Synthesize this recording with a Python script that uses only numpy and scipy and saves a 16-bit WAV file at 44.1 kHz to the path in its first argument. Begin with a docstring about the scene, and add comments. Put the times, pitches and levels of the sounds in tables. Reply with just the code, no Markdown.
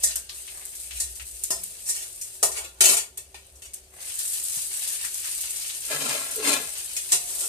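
"""Spices sizzling in a steel wok on a gas burner, close to a stereo pair of microphones in a small kitchen.
Moisture boils in the hot oil as countless tiny bubbles; a steel spatula scrapes, knocks and is dropped
in the pan, ringing both bowl and blade. Chopped garlic and ginger patter in and the oil sizzles up.
A steel plate judders over the stone counter, and the stirring starts again.
Behind it all lie the low rush of the flame and the room, and a wavering drone."""
import sys
import numpy as np
from scipy import signal
from scipy.fft import rfft, irfft
from scipy.io import wavfile
from scipy.ndimage import uniform_filter1d

SR = 44100
rng = np.random.default_rng(int(sys.argv[2]) if len(sys.argv) > 2 else 0)


def wav_record(signal):
    """Record a signal, one row per channel, as 16-bit PCM in the file named by sys.argv[1]."""
    frames = np.transpose(np.atleast_2d(signal))
    bounded = np.clip(frames, -1, 1)
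    # unit amplitude maps onto the largest positive 16-bit level
    quanta = np.round(bounded * 32767).astype(np.int16)
    wavfile.write(sys.argv[1], SR, quanta)


N = 329868


def amp(db):
    return 10 ** (np.asarray(db) / 20)


def unit_rms(x):
    return x / np.sqrt(np.mean(x ** 2) + 1e-20)


def curve_at(points, hz):
    """Joins (frequency, value) points by straight lines on a log-frequency axis."""
    f, value = np.transpose(points)
    return np.interp(np.log(hz + 1), np.log(f + 1), value)


def pan(db):
    """Gains that put the left microphone db above the right."""
    return amp(np.array([[db], [-db]]) / 2)


def add(mix, start_s, sound):
    part = mix[:, max(round(start_s * SR), 0):][:, :sound.shape[1]]
    part += sound[:, :part.shape[1]]


def decay(t, t60):
    return np.exp(-np.log(1000) * t / t60)


def swell(t, hold, rise, fall):
    """Grows until t = 0, holds, then dies away."""
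    return np.exp(np.minimum(t, 0) / rise - np.maximum(t - hold, 0) / fall)


def tint(x, spectrum):
    """Colours a signal, at unit RMS; beyond the ends of the spectrum it falls away."""
    hz = np.fft.rfftfreq(x.shape[-1], 1 / SR)
    skirts = 1 / (1 + (hz / (2 * spectrum[-1][0])) ** 4) / (1 + (spectrum[0][0] / 2 / (hz + 1)) ** 4)
    return unit_rms(irfft(rfft(x) * amp(curve_at(spectrum, hz)) * skirts, x.shape[-1]))


def resonate(x, peaks, valley_db):
    """Broad resonances (frequency [Hz], width [Hz], level [dB]) standing over darker valleys."""
    hz = np.fft.rfftfreq(x.shape[-1], 1 / SR)
    power = sum(amp(db) ** 2 / (1 + ((hz - f) / width) ** 2 * 2) ** 2 for f, width, db in peaks)
    return unit_rms(irfft(rfft(x) * np.sqrt(power + amp(valley_db) ** 2), x.shape[-1]))


# How alike the room sounds at the two microphones: (frequency [Hz], coherence [0-1])
COHERENCE = [(20, 0.81), (60, 1), (300, 0.95), (640, 0.98), (1500, 0.082), (15000, 0.043)]
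def diffuse(size):
    """White noise at two microphones: alike in the bass, unrelated in the treble."""
    a, b = rfft(rng.standard_normal((2, size)))
    same = np.clip(curve_at(COHERENCE, np.fft.rfftfreq(size, 1 / SR)), -1, 1)
    return irfft(np.array([a, same * a + np.sqrt(1 - same ** 2) * b]), size)


def clicks(size, per_s, spread_db):
    """Random clicks, mostly small with a few large ones."""
    height = amp(spread_db * np.minimum(rng.exponential(1, size), 5))
    return unit_rms(height * rng.choice([-1, 1], size) * (rng.random(size) < per_s / SR))


def grains(per_s, spread_db, pop_s, tail_s, tail_share):
    """Random tiny pops, each followed by a short wash of reflections."""
    t = np.arange(SR // 8) / SR
    energy = clicks(N, per_s, spread_db) ** 2
    pop, tail = np.exp(-t / pop_s), np.exp(-t / tail_s)
    envelope = (1 - tail_share) * pop / pop.sum() + tail_share * tail / tail.sum()
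    power = signal.oaconvolve(energy, envelope)[:N]
    return diffuse(N) * np.sqrt(abs(power))


def ringing(modes, t, scatter_db=1.5):
    """Dying sines, weighted by the point of contact; high ones reach the microphones out of step."""
    out = np.zeros((2, len(t)))
    for hz, db, t60 in modes:
        phase = rng.random() + rng.uniform(-0.26, 0.56, (2, 1)) * (1 - curve_at(COHERENCE, hz))
        level = amp(db + scatter_db * rng.standard_normal())
        out += level * decay(t, t60) * np.sin(2 * np.pi * (hz * t + phase))
    return out


def contact_colour(x, ripple_db, spacing_hz):
    """The point of contact wakes some groups of modes and misses others."""
    hz = np.fft.rfftfreq(x.shape[-1], 1 / SR)
    groups = np.minimum(rng.standard_normal(400), 1)
    ripple = np.interp(hz / spacing_hz, np.arange(len(groups)), groups)
    return irfft(rfft(x) * amp(ripple_db * ripple * hz / (hz + 500)), x.shape[-1])


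def shimmer(x, depth_db, width_hz, hold_s):
    """Narrow bands of pitch swell and fade at random, giving a patchy shimmer."""
    frames = signal.stft(x, nperseg=1024, noverlap=768)[2]
    field = rng.standard_normal(frames.shape[1:])
    for axis, span in enumerate([width_hz * 1024 / SR, hold_s * SR / 256]):
        field = uniform_filter1d(field, max(round(span), 1), axis=axis)
    gain = amp(depth_db * np.minimum(unit_rms(field), 2))
    return unit_rms(signal.istft(frames * gain, nperseg=1024, noverlap=768)[1][:, :x.shape[1]])


def off_centre(x, left_lag_s):
    """A sound from one side reaches one microphone a moment after the other."""
    t = np.arange(N) / SR
    return np.array([np.interp(t - round(left_lag_s * SR) / SR, t, x[0]), x[1]])


# Room tone with the gas flame: (frequency [Hz], level [dB])
ROOM_TONE = [(22, -2), (40, 4), (75, 3.5), (120, -2), (200, -10.5), (300, -9.5), (390, -7), (600, -5.5),
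             (1100, -18), (2500, -16.5), (5000, -18.5)]
# Swells of the low drone: (time [s], hold [s], level [dB], pitch [Hz])
DRONE_SWELLS = [(0.028, 0.035, -51.5, 58.6), (0.96, 0.063, -47.5, 62.6), (2.54, 0.073, -57.5, 64),
                (3.228, 0.417, -60.5, 69.5), (6.48, .02, -63, 63)]
def background(drone_hz=61, drone_db=-76, waver_rad=0.41, room_db=-60, hum_hz=380, hum_db=-69):
    """A drone wavers and swells over the rush of flame and room; a faint hum comes and goes above it."""
    t = np.arange(N) / SR
    flutter, drift = tint(rng.standard_normal((2, N)), [(2, -2), (7, 7), (20, -14)])
    swells = [(amp(db) * swell(t - s, hold, rise=0.057, fall=0.322), hz)
              for s, hold, db, hz in DRONE_SWELLS]
    level = amp(drone_db) + sum(size for size, hz in swells)
    pitch = drone_hz + sum(size * (hz - drone_hz) for size, hz in swells) / level
    drone = np.sqrt(2) * level * np.sin(2 * np.pi * np.cumsum(pitch) / SR + waver_rad * drift)
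    hum = amp(hum_db) * resonate(diffuse(N), [(hum_hz, 14, 0)], valley_db=-80)
    room = amp(room_db) * tint(diffuse(N), ROOM_TONE)
    return drone * (1 + 0.54 * flutter) + hum + room


# Wok on burner, plate on counter, mid-image: (time [s], pitch [Hz], level [dB], t60 [s], rise [s])
BUMPS = [(0.036, 660, -39, 0.069, .002), (0.035, 382, -45, 0.15, .002), (0.048, 161.7, -61.5, 0.96, .002),
         (0.15, 1580, -57, 0.74, .005), (0.293, 1183, -58, .35, .002), (1.511, 174.7, -56.5, 1, .002),
         (2.43, 230, -60, 0.13, .002), (2.81, 31.9, -46, 0.23, .002), (2.885, 263, -38, 0.18, .004),
         (3.344, 810, -38, 0.039, 0.0017), (4.569, 156, -47, 0.09, .002), (5.905, 616, -30, 0.087, 0.0043),
         (5.93, 146.3, -45.5, 0.5, .002), (6.05, 244, -39, 0.22, .004), (6.363, 435.4, -28.5, 0.36, 0.02),
         (7.125, 710, -47.5, 0.98, .002), (7.124, 162, -57, 0.44, .004)]
def bumps(rattle=0.55):
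    """A soft blow sets off one low, slightly rattling resonance."""
    out, t = np.zeros((2, N)), np.arange(SR) / SR
    for s, hz, db, t60, rise in BUMPS:
        noise = tint(diffuse(SR), [(hz / 2, -25), (hz, 0), (hz * 2, -25)])
        tone = np.sin(2 * np.pi * hz * t) + rattle * noise
        add(out, s, amp(db) * tone * decay(t, t60) * (1 - np.exp(-t / rise)))
    return out


# The plate's body, fine stone grit under its rim, and coarser grains: (frequency [Hz], level [dB])
PLATE_BODY = [(60, -30), (130, -6), (250, 2.5), (4500, 1), (7000, 6)]
GRIT = [(2500, -27), (4500, -33), (6500, 12), (9000, 17), (14000, -19)]
RASP = [(500, -3.5), (1500, -24), (2500, -3), (4500, -4), (9000, -7.5)]
# Its resonances, damped by hand and food: (frequency [Hz], width [Hz], level [dB])
PLATE_DAMPED_MODES = [(147, 22, 1), (275, 20, 1.5), (437, 31, 1), (579, 44, 3), (660, 110, -0.5),
                      (890, 71, -6), (1060, 124, -1.5), (1362, 53, 6), (1680, 134, 1), (1970, 35, 0.5),
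                      (2092, 90, 1.5), (2414, 34, 6), (2590, 31, 4), (2740, 16, 6), (3083, 100, 1.5),
                      (3536, 50, 4), (3900, 63, 3), (4170, 45, 4), (4500, 330, -5.5), (4880, 62, -2),
                      (5090, 50, 2.5)]
# Its modes that ring on: (frequency [Hz], level [dB], t60 [s])
PLATE_RINGING_MODES = [(812, 0.5, 0.99), (1066, 0, 0.43), (1370, 11.5, 0.22), (1677, 14, 0.25),
                       (2406, 8.5, 0.18), (2570, 10, .2)]
# Pushes along the counter, to the left: (time [s], hold [s], relative level [dB], rise [s], fall [s])
PUSHES = [(5.917, 0.018, -31.5, 0.013, 0.1), (6.028, 0.12, -33, 0.054, 0.12),
          (6.476, 0.055, -26.5, 0.043, 0.068)]
def plate(body_db=2, ring_db=-11, grit_db=-1, rasp_db=-7, grit_growth=1.85):
    """The rim judders over the stone; the harder the push, the more the grit rasps and hisses."""
    t = np.arange(N) / SR
    push = np.max([amp(db) * swell(t - s, hold, rise, fall) for s, hold, db, rise, fall in PUSHES], 0)
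    judder = grains(per_s=350, spread_db=1.4, pop_s=0.0006, tail_s=0.008, tail_share=0.82)
    contact = shimmer(judder, depth_db=3, width_hz=90, hold_s=0.1)
    body = tint(resonate(contact, PLATE_DAMPED_MODES, valley_db=-12.5), PLATE_BODY) * push * amp(body_db)
    response = ringing(PLATE_RINGING_MODES, t[:SR])
    response /= np.linalg.norm(response[0])
    ring = signal.oaconvolve(judder * push * amp(ring_db), response, axes=1)[:, :N]
    grinding = push.max() * (push / push.max()) ** grit_growth
    grit = (amp(grit_db) * tint(judder, GRIT) + amp(rasp_db) * tint(judder, RASP)) * grinding
    return pan(4) * (body + ring) + pan(3) * grit


# Chopped pieces dropping into the wok: (time [s], length [s], level [dB])
SPILLS = [(0.523, 0.099, -54), (3.929, .04, -55.5), (3.986, 0.059, -54.5), (4.747, 0.037, -55)]
# Their taps on the steel: (frequency [Hz], level [dB])
TAP_SPECTRUM = [(250, -23), (550, 3), (900, -1), (1300, -1.5), (2200, 4), (4000, -18)]
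def patter(rise=0.0065, fall=0.059):
    """Soft pieces land one after another, each with a dull little tap."""
    t = np.arange(N) / SR
    taps = grains(per_s=170, spread_db=1, pop_s=0.002, tail_s=0.014, tail_share=0.6)
    taps = contact_colour(taps, ripple_db=5, spacing_hz=90)
    pouring = sum(amp(db) * swell(t - s, length, rise, fall) for s, length, db in SPILLS)
    return pan(3) * tint(taps, TAP_SPECTRUM) * pouring


# The free spatula's modes: (frequency [Hz], level [dB], t60 [s])
BLADE_MODES = [(1828, -9, .36), (1880, -12, .28), (2110, -8, .2), (2573, -15, .2), (2720, -16, .2),
               (3447, -7, .28), (3720, -10, .18), (3950, -4, .34), (3995, -6, .26), (4425, -6, .25),
               (4678, -6, .28), (4930, -5, .22), (5090, -6, .2), (5240, -3, .26), (5755, -2, .3),
               (5960, -1, .18), (6300, 0, .25), (6570, -1, .2), (6740, -1, .18), (7275, 8, .2),
               (7820, 4, .22), (7957, 3, .22), (8300, 6, .2), (8660, 5, .2), (9535, 8, .22),
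               (10220, 0, .16), (10780, 1, .16), (11340, -2, .2)]
# It springs clear of the wok; the spot struck favours one group of modes:
# (time [s], level [dB], low modes re high [dB], favoured frequency [Hz], favoured by [dB])
BLADE_RINGS = [(0.034, -32, -1, 7280, 3), (0.999, -37.5, -2, 7900, 2), (1.505, -40.5, -4.5, 5160, 16.5),
               (1.887, -40, -1, 6000, 4), (2.428, -39, -10, 4800, 17), (2.806, -32, -1, 6330, 6),
               (2.856, -44, 9, 6300, 5), (7.118, -29.5, 1, 8850, -20)]
def blade(rise=0.0021, chatter_db=-1, chatter_t60=0.29, favoured_width_hz=210):
    """The spatula's own partials: clear tones, blurred by its chatter on the wok."""
    out, t = np.zeros((2, N)), np.arange(SR // 2) / SR
    for s, db, low_db, favoured_hz, favoured_db in BLADE_RINGS:
        modes = []
        for hz, level, t60 in BLADE_MODES:
            tilt_db = curve_at([(4000, low_db), (7000, 0)], hz)
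            boost_db = favoured_db * np.exp(-((hz - favoured_hz) / favoured_width_hz) ** 2)
            modes.append((hz, level + tilt_db + boost_db, t60))
        tones_rms = np.sqrt(sum(amp(level) ** 2 for _, level, _ in modes) / 2)
        peaks = [(hz, 30 + 0.008 * hz, level) for hz, level, _ in modes]
        chatter = resonate(diffuse(len(t)), peaks, valley_db=-30) * decay(t, chatter_t60)
        sound = ringing(modes, t) + amp(chatter_db) * tones_rms * chatter
        add(out, s, amp(db) * sound * (1 - np.exp(-t / rise)))
    return out * pan(1)


# The wok's strong modes with the spatula on it: (frequency [Hz], level [dB], t60 [s])
WOK_MODES = [(382, 0, .28), (445, -3, .18), (560, -3, .18), (668, 1, .2), (797, -3, .14), (880, -4, .14),
             (1020, -3, .16), (1170, -6, .14), (1400, -7, .2), (1835, -5, .16), (2250, -2, .12),
             (2490, -2, .16), (2650, -1, .2), (2820, -1, .2), (3060, -3, .16), (3450, -5, .16),
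             (3957, -3, .16), (4400, -4, .18), (4650, -6, .2), (4850, -8, .2), (5250, -9, .2),
             (6295, -5, .3), (6433, -7, .3), (6907, 2, .3), (7252, -2, .32), (8086, -3, .34),
             (8360, -5, .3), (8690, -4, .3), (8786, 1, .32), (9259, -7, .36), (9790, -7, .3),
             (10710, -9, .36), (11110, -9, .3), (11800, -5, .3), (12970, -13, .3)]
# Its crowded weaker modes, in three registers: (frequency [Hz], level [dB])
BOOM = [(40, -19), (150, -4), (290, -22), (380, -3.5), (700, -4.5), (1050, -1.5), (1500, -2), (2500, -46)]
CLANG = [(900, -34), (1400, -10.5), (1850, -1), (2800, -4), (3500, 0.5), (4500, -2.5), (6000, -17.5)]
RING = [(3000, -62), (4200, -20), (4900, -11.5), (5700, -2.5), (7000, -2), (8300, 1), (9800, -2),
        (11500, -6.5), (14000, -10.5)]
def wok(boom_db, clang_db, tones_db, boom_t60=0.28, clang_t60=0.25, ring_t60=0.21):
    """The steel's answer to one blow: the boom of a heavy one, the high ring of a glancing one."""
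    t = np.arange(SR // 2) / SR
    # weaker modes cluster around each strong one, and shift with the place where the blade presses
    clusters = [(hz * rng.uniform(0.988, 1.012), 38 + 0.016 * hz, db) for hz, db, _ in WOK_MODES]
    steel = contact_colour(diffuse(len(t)), ripple_db=4.8, spacing_hz=55)
    low, high = resonate(steel, clusters, valley_db=-16), resonate(steel, clusters, valley_db=-2)
    registers = [(low, BOOM, boom_db, boom_t60), (low, CLANG, clang_db, clang_t60),
                 (high, RING, 0, ring_t60)]
    echo = amp(-19) * decay(t, t60=0.2)
    crowd = sum(amp(db) * tint(x, shape) * np.hypot(decay(t, t60), echo)
                for x, shape, db, t60 in registers)
    weight = [(1400, boom_db + 2), (1800, clang_db + 7), (4200, clang_db + 6), (4800, -1)]
    modes = [(hz, db + curve_at(weight, hz), t60) for hz, db, t60 in WOK_MODES]
    return (crowd + amp(tones_db) * ringing(modes, t)) * (1 - np.exp(-t / 0.0003))


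# Spatula strokes, near the middle of the image:
# (time of hardest push [s], level [dB], rise [s], boom re ring [dB], clang re ring [dB])
SCRAPES = [(0.039, -17, 0.0054, -30, -50), (0.975, -33, 0.029, -37, -9),
           (1.895, -21.5, 0.019, -29.5, -19.5), (1.965, -29.5, 0.024, -30, -11),
           (2.025, -32.5, 0.04, -26, -11), (2.579, -28, 0.019, -15, -7.5), (2.647, -36, 0.012, -11, -5),
           (2.88, -32, 0.037, -0.5, -6), (2.992, -29.5, 0.03, -13.5, -9), (3.655, -41.5, 0.017, -24, -7),
           (7.126, -17.5, 0.0075, -21, -11.5), (7.31, -32.5, 0.048, -20.5, -30),
           (7.445, -30, 0.057, -16, -17.5)]
def scrapes(fall_per_rise=0.17):
    """The blade skids over the steel: a swelling and fading run of tiny slips rings the wok."""
    out = np.zeros((2, N))
    for s, db, rise, boom_db, clang_db in SCRAPES:
        fall = fall_per_rise * rise
        t = np.arange(-4 * rise, 4 * fall, 1 / SR)
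        slips = clicks(SR, per_s=1600, spread_db=3)[:len(t)]
        force = slips * swell(t, 0, rise, fall)
        sound = signal.fftconvolve(force[None], wok(boom_db, clang_db, tones_db=-26), axes=1)
        peak_rms = np.sqrt(uniform_filter1d((sound ** 2).mean(0), size=441).max())
        add(out, s + t[0], amp(db) * sound / peak_rms)
    return out * pan(1)


# A bare contact at close range: (frequency [Hz], level [dB])
TICK_SPECTRUM = [(2500, -27), (5000, -22), (8500, 10.5), (11000, -1.5), (14400, 3)]
def tick(fall):
    """A burst of noise so short that it is heard as a bright click."""
    t = np.arange(-32, 480) / SR
    burst = diffuse(len(t)) * (t >= 0) * np.exp(-abs(t) / fall)
    return tint(burst, TICK_SPECTRUM) * burst.std()


# Spatula blows on the wok, close to the microphones:
# (time [s], relative level [dB], boom re ring [dB], clang re ring [dB], clear tones re ring [dB])
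KNOCKS = [(0.156, -31.5, -25, -15, -24), (1.001, -27.5, -30, -23, -24), (1.4377, -32.5, -50, -25, -26),
          (1.5043, -25, -12, -17, -23), (1.6338, -43, -39, -16, -24), (2.212, -32.5, -53, -20.5, -19),
          (2.428, -16.5, -14.5, -17.5, -30), (2.516, -34, -24, -16, -21), (2.8066, -14.5, -24, -10.5, -16),
          (2.8397, -18, -22.5, -12, -10.5), (2.8554, -16.5, -27, -10, -13),
          (2.8885, -17.5, -25, -11.5, -18), (2.909, -22.5, -14.5, -16, -24),
          (2.9326, -22.5, -19.5, -12.5, -25), (2.9672, -24, -28, -10, -31),
          (3.1726, -38.5, -22.5, -12, -28), (3.3434, -49.5, -6.5, 4, -19), (3.554, -52, -16, -21, -20),
          (3.6198, -44.5, -19.5, -8.5, -8.5), (3.734, -40, -44, -15, -25), (6.9645, -28.5, -31, -9.5, -28),
          (7.1196, -21.5, -25, -15, -24)]
def knocks(ring_gain_db=4, tick_gain_db=1, skid_db=-3, skid_s=0.0022):
    """Steel meets steel: a hard tick, the blade chatters for an instant, and the wok rings."""
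    out, t = np.zeros((2, N)), np.arange(1024) / SR
    for s, db, boom_db, clang_db, tones_db in KNOCKS:
        skid = clicks(SR, per_s=3000, spread_db=2)[:len(t)] * t * np.exp(-t / skid_s)
        force = (t == 0) + amp(skid_db) * skid / np.linalg.norm(skid)
        force /= np.linalg.norm(force)
        ring = signal.fftconvolve(force[None], wok(boom_db, clang_db, tones_db), axes=1)
        add(out, s, amp(db + tick_gain_db) * tick(fall=0.0006))
        add(out, s, amp(db + ring_gain_db) * ring)
    return out * pan(2.5)


# Wet food meeting hot oil and steel: (time [s], relative level [dB], pitch [Hz])
SPLATS = [(0.291, -34, 4200), (0.475, -41, 2950), (0.612, -47, 2460), (0.661, -44, 9200), (.73, -51, 2150),
          (.748, -35.5, 9100), (0.907, -36.5, 2920), (1.153, -39, 8000), (1.194, -38.5, 2570),
          (1.785, -52, 3520), (4.068, -50, 3220), (4.186, -29.5, 8000), (4.276, -30, 9300),
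          (4.33, -26.5, 9500), (4.437, -44, 9000), (4.519, -28.5, 8800), (4.555, -27, 8800),
          (4.615, -32, 8800), (4.765, -35, 8800), (4.82, -35, 8800), (4.874, -25.5, 9000),
          (4.919, -28.5, 9200), (5.038, -36.5, 1980), (5.044, -27.5, 8750), (5.138, -28, 8550),
          (5.243, -32, 8850), (5.25, -40.5, 1840), (5.314, -37, 8500), (5.405, -27, 9300),
          (5.495, -31.5, 8600), (5.559, -29, 8300), (5.611, -35.5, 5150), (5.693, -35, 3760),
          (5.773, -45, 8600), (6.307, -29, 8950), (7.406, -36, 4230)]
def splats(gain_db=2, rise=0.0026, fall=0.027):
    """Water from the food flashes to steam in a short, crackling rush of bubbles."""
    out, t = np.zeros((2, N)), np.arange(SR // 4) / SR
    crackle = grains(per_s=2500, spread_db=1.8, pop_s=0.0003, tail_s=0.006, tail_share=0.7)
    for s, db, hz in SPLATS:
        bubbles = crackle[:, rng.integers(N - len(t)):][:, :len(t)]
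        rush = tint(bubbles, [(hz / 6, -28), (hz / 2, -13), (hz * 0.68, -6), (hz, 0),
                              (hz * 1.48, -8), (hz * 4.8, -17), (hz * 3, -26)])
        add(out, s, amp(db + gain_db) * rush * (1 - np.exp(-t / rise)) * np.exp(-t / fall))
    return pan(3) * out


# Single drops of oil bursting close by: (time [s], level [dB])
SPITS = [(0.157, -12.5), (0.1638, -22), (0.653, -22), (1.437, -12), (1.635, -17), (3.176, -19.5),
         (3.467, -41), (3.52, -45), (3.74, -22), (4.155, -22), (4.187, -21), (4.197, -30), (4.437, -18.5),
         (5.411, -21), (5.509, -27), (6.3584, -14), (7.408, -14)]
def spits(echo_s=0.0037, echo_db=-3, spray_db=-16, spray_s=0.032):
    """A drop bursts: a snap on the right, its echo off the tiled wall on the left, a fizz of spray."""
    out, t = np.zeros((2, N)), np.arange(SR // 4) / SR
    for s, db in SPITS:
        add(out, s, amp(db) * pan(-10) * tick(fall=0.0005))
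        add(out, s + echo_s, amp(db + echo_db) * pan(14) * tick(fall=0.0008))
        add(out, s, amp(db + spray_db) * tint(diffuse(len(t)), FIZZ) * np.exp(-t / spray_s))
    return out


# Fine and coarse bubbles in the oil, heard from beside the wok: (frequency [Hz], level [dB])
FIZZ = [(2500, -24), (4000, -15), (5500, -14), (7000, -8.5), (8200, -1), (9200, -1), (10500, -6.5),
        (12000, -10), (14400, -11)]
SPUTTER = [(200, -37), (500, -13), (1000, -10), (1600, -2.5), (2400, -1), (3500, 2), (4600, 2), (6500, 5.5),
           (10000, -54)]
# Moisture reaches the oil as spices are stirred, garlic and ginger go in, and all is stirred again:
# (time [s], length [s], relative fizz level [dB], relative sputter level [dB])
WETTINGS = [(0.0, 0.14, -38.5, -47), (0.35, 2.21, -40, -57), (4.012, 1.97, -40, -53.5),
            (4.07, 0.55, -38, -51), (4.203, 3.75, -33, -53), (4.712, 3.2, -58, -46),
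            (7.344, .2, -30.5, -68)]
def sizzle(gain_db=2, surge_db=0.43, drying_db_per_s=1.08, flares_per_s=24, flare_db=-5.5, flare_s=0.033):
    """Thousands of bubbles burst each second, in uneven surges, loudest while moisture lasts."""
    t = np.arange(N) / SR
    fizz_power, sputter_power = amp(-57) ** 2, amp(-68) ** 2  # the oil left alone
    for s, length, fine_db, coarse_db in WETTINGS:
        drying = amp(-drying_db_per_s * np.maximum(t - s, 0))
        boiling = swell(t - s, length, rise=0.036, fall=0.078) * drying
        fizz_power += (amp(fine_db) * boiling) ** 2
        sputter_power += (amp(coarse_db) * boiling) ** 2
    surge = amp(surge_db * tint(rng.standard_normal(N), [(4, 18.5), (20, -7), (60, -59)]))
    flare_starts = rng.random(N) < flares_per_s / SR
    flares = signal.lfilter([1], [1, -np.exp(-1 / (flare_s * SR))], flare_starts)
    fine = grains(per_s=3000, spread_db=4.2, pop_s=0.0003, tail_s=0.008, tail_share=0.75)
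    coarse = grains(per_s=700, spread_db=2.8, pop_s=0.0008, tail_s=0.014, tail_share=0.84)
    # the bowl colours the coarse bubbles
    coarse = resonate(coarse, [(hz, 25 + 0.018 * hz, db) for hz, db, _ in WOK_MODES], valley_db=-9)
    fine = shimmer(fine, depth_db=2, width_hz=220, hold_s=0.03)
    coarse = shimmer(coarse, depth_db=2.5, width_hz=260, hold_s=0.035)
    fizz = tint(fine, FIZZ) * np.sqrt(fizz_power)
    sputter = tint(coarse, SPUTTER) * np.sqrt(sputter_power) * (1 + amp(flare_db) * flares)
    return amp(gain_db) * surge * (pan(2) * fizz + pan(3) * sputter)


def scene():
    """The stove reaches the right microphone first, the plate on the counter the left one."""
    stove = knocks() + scrapes() + blade() + splats() + patter() + spits() + sizzle()
    counter = off_centre(plate(), left_lag_s=-0.0002)
    return off_centre(stove, left_lag_s=0.00025) + counter + bumps() + background()


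# The left microphone's response re the right one's: (frequency [Hz], level [dB])
MIC_BALANCE = [(60, 0.5), (125, -2.5), (250, -1), (500, -1.5), (1000, -1.5), (2200, 2.7), (4500, -1.2),
               (8500, 0.5), (14000, 1.3)]
def record(dry, cutoff_hz=14280):
    """The two microphones' slightly different colours, then the band limit."""
    lean_db = curve_at(MIC_BALANCE, np.fft.rfftfreq(N, 1 / SR))
    heard = irfft(rfft(dry) * amp(np.array([lean_db, -lean_db]) / 2), N)
    lowpass = signal.firwin(511, cutoff_hz, window=("kaiser", 8), fs=SR)
    return signal.oaconvolve(heard, lowpass[None], "same")


dry = scene()
out = record(dry)
wav_record(out)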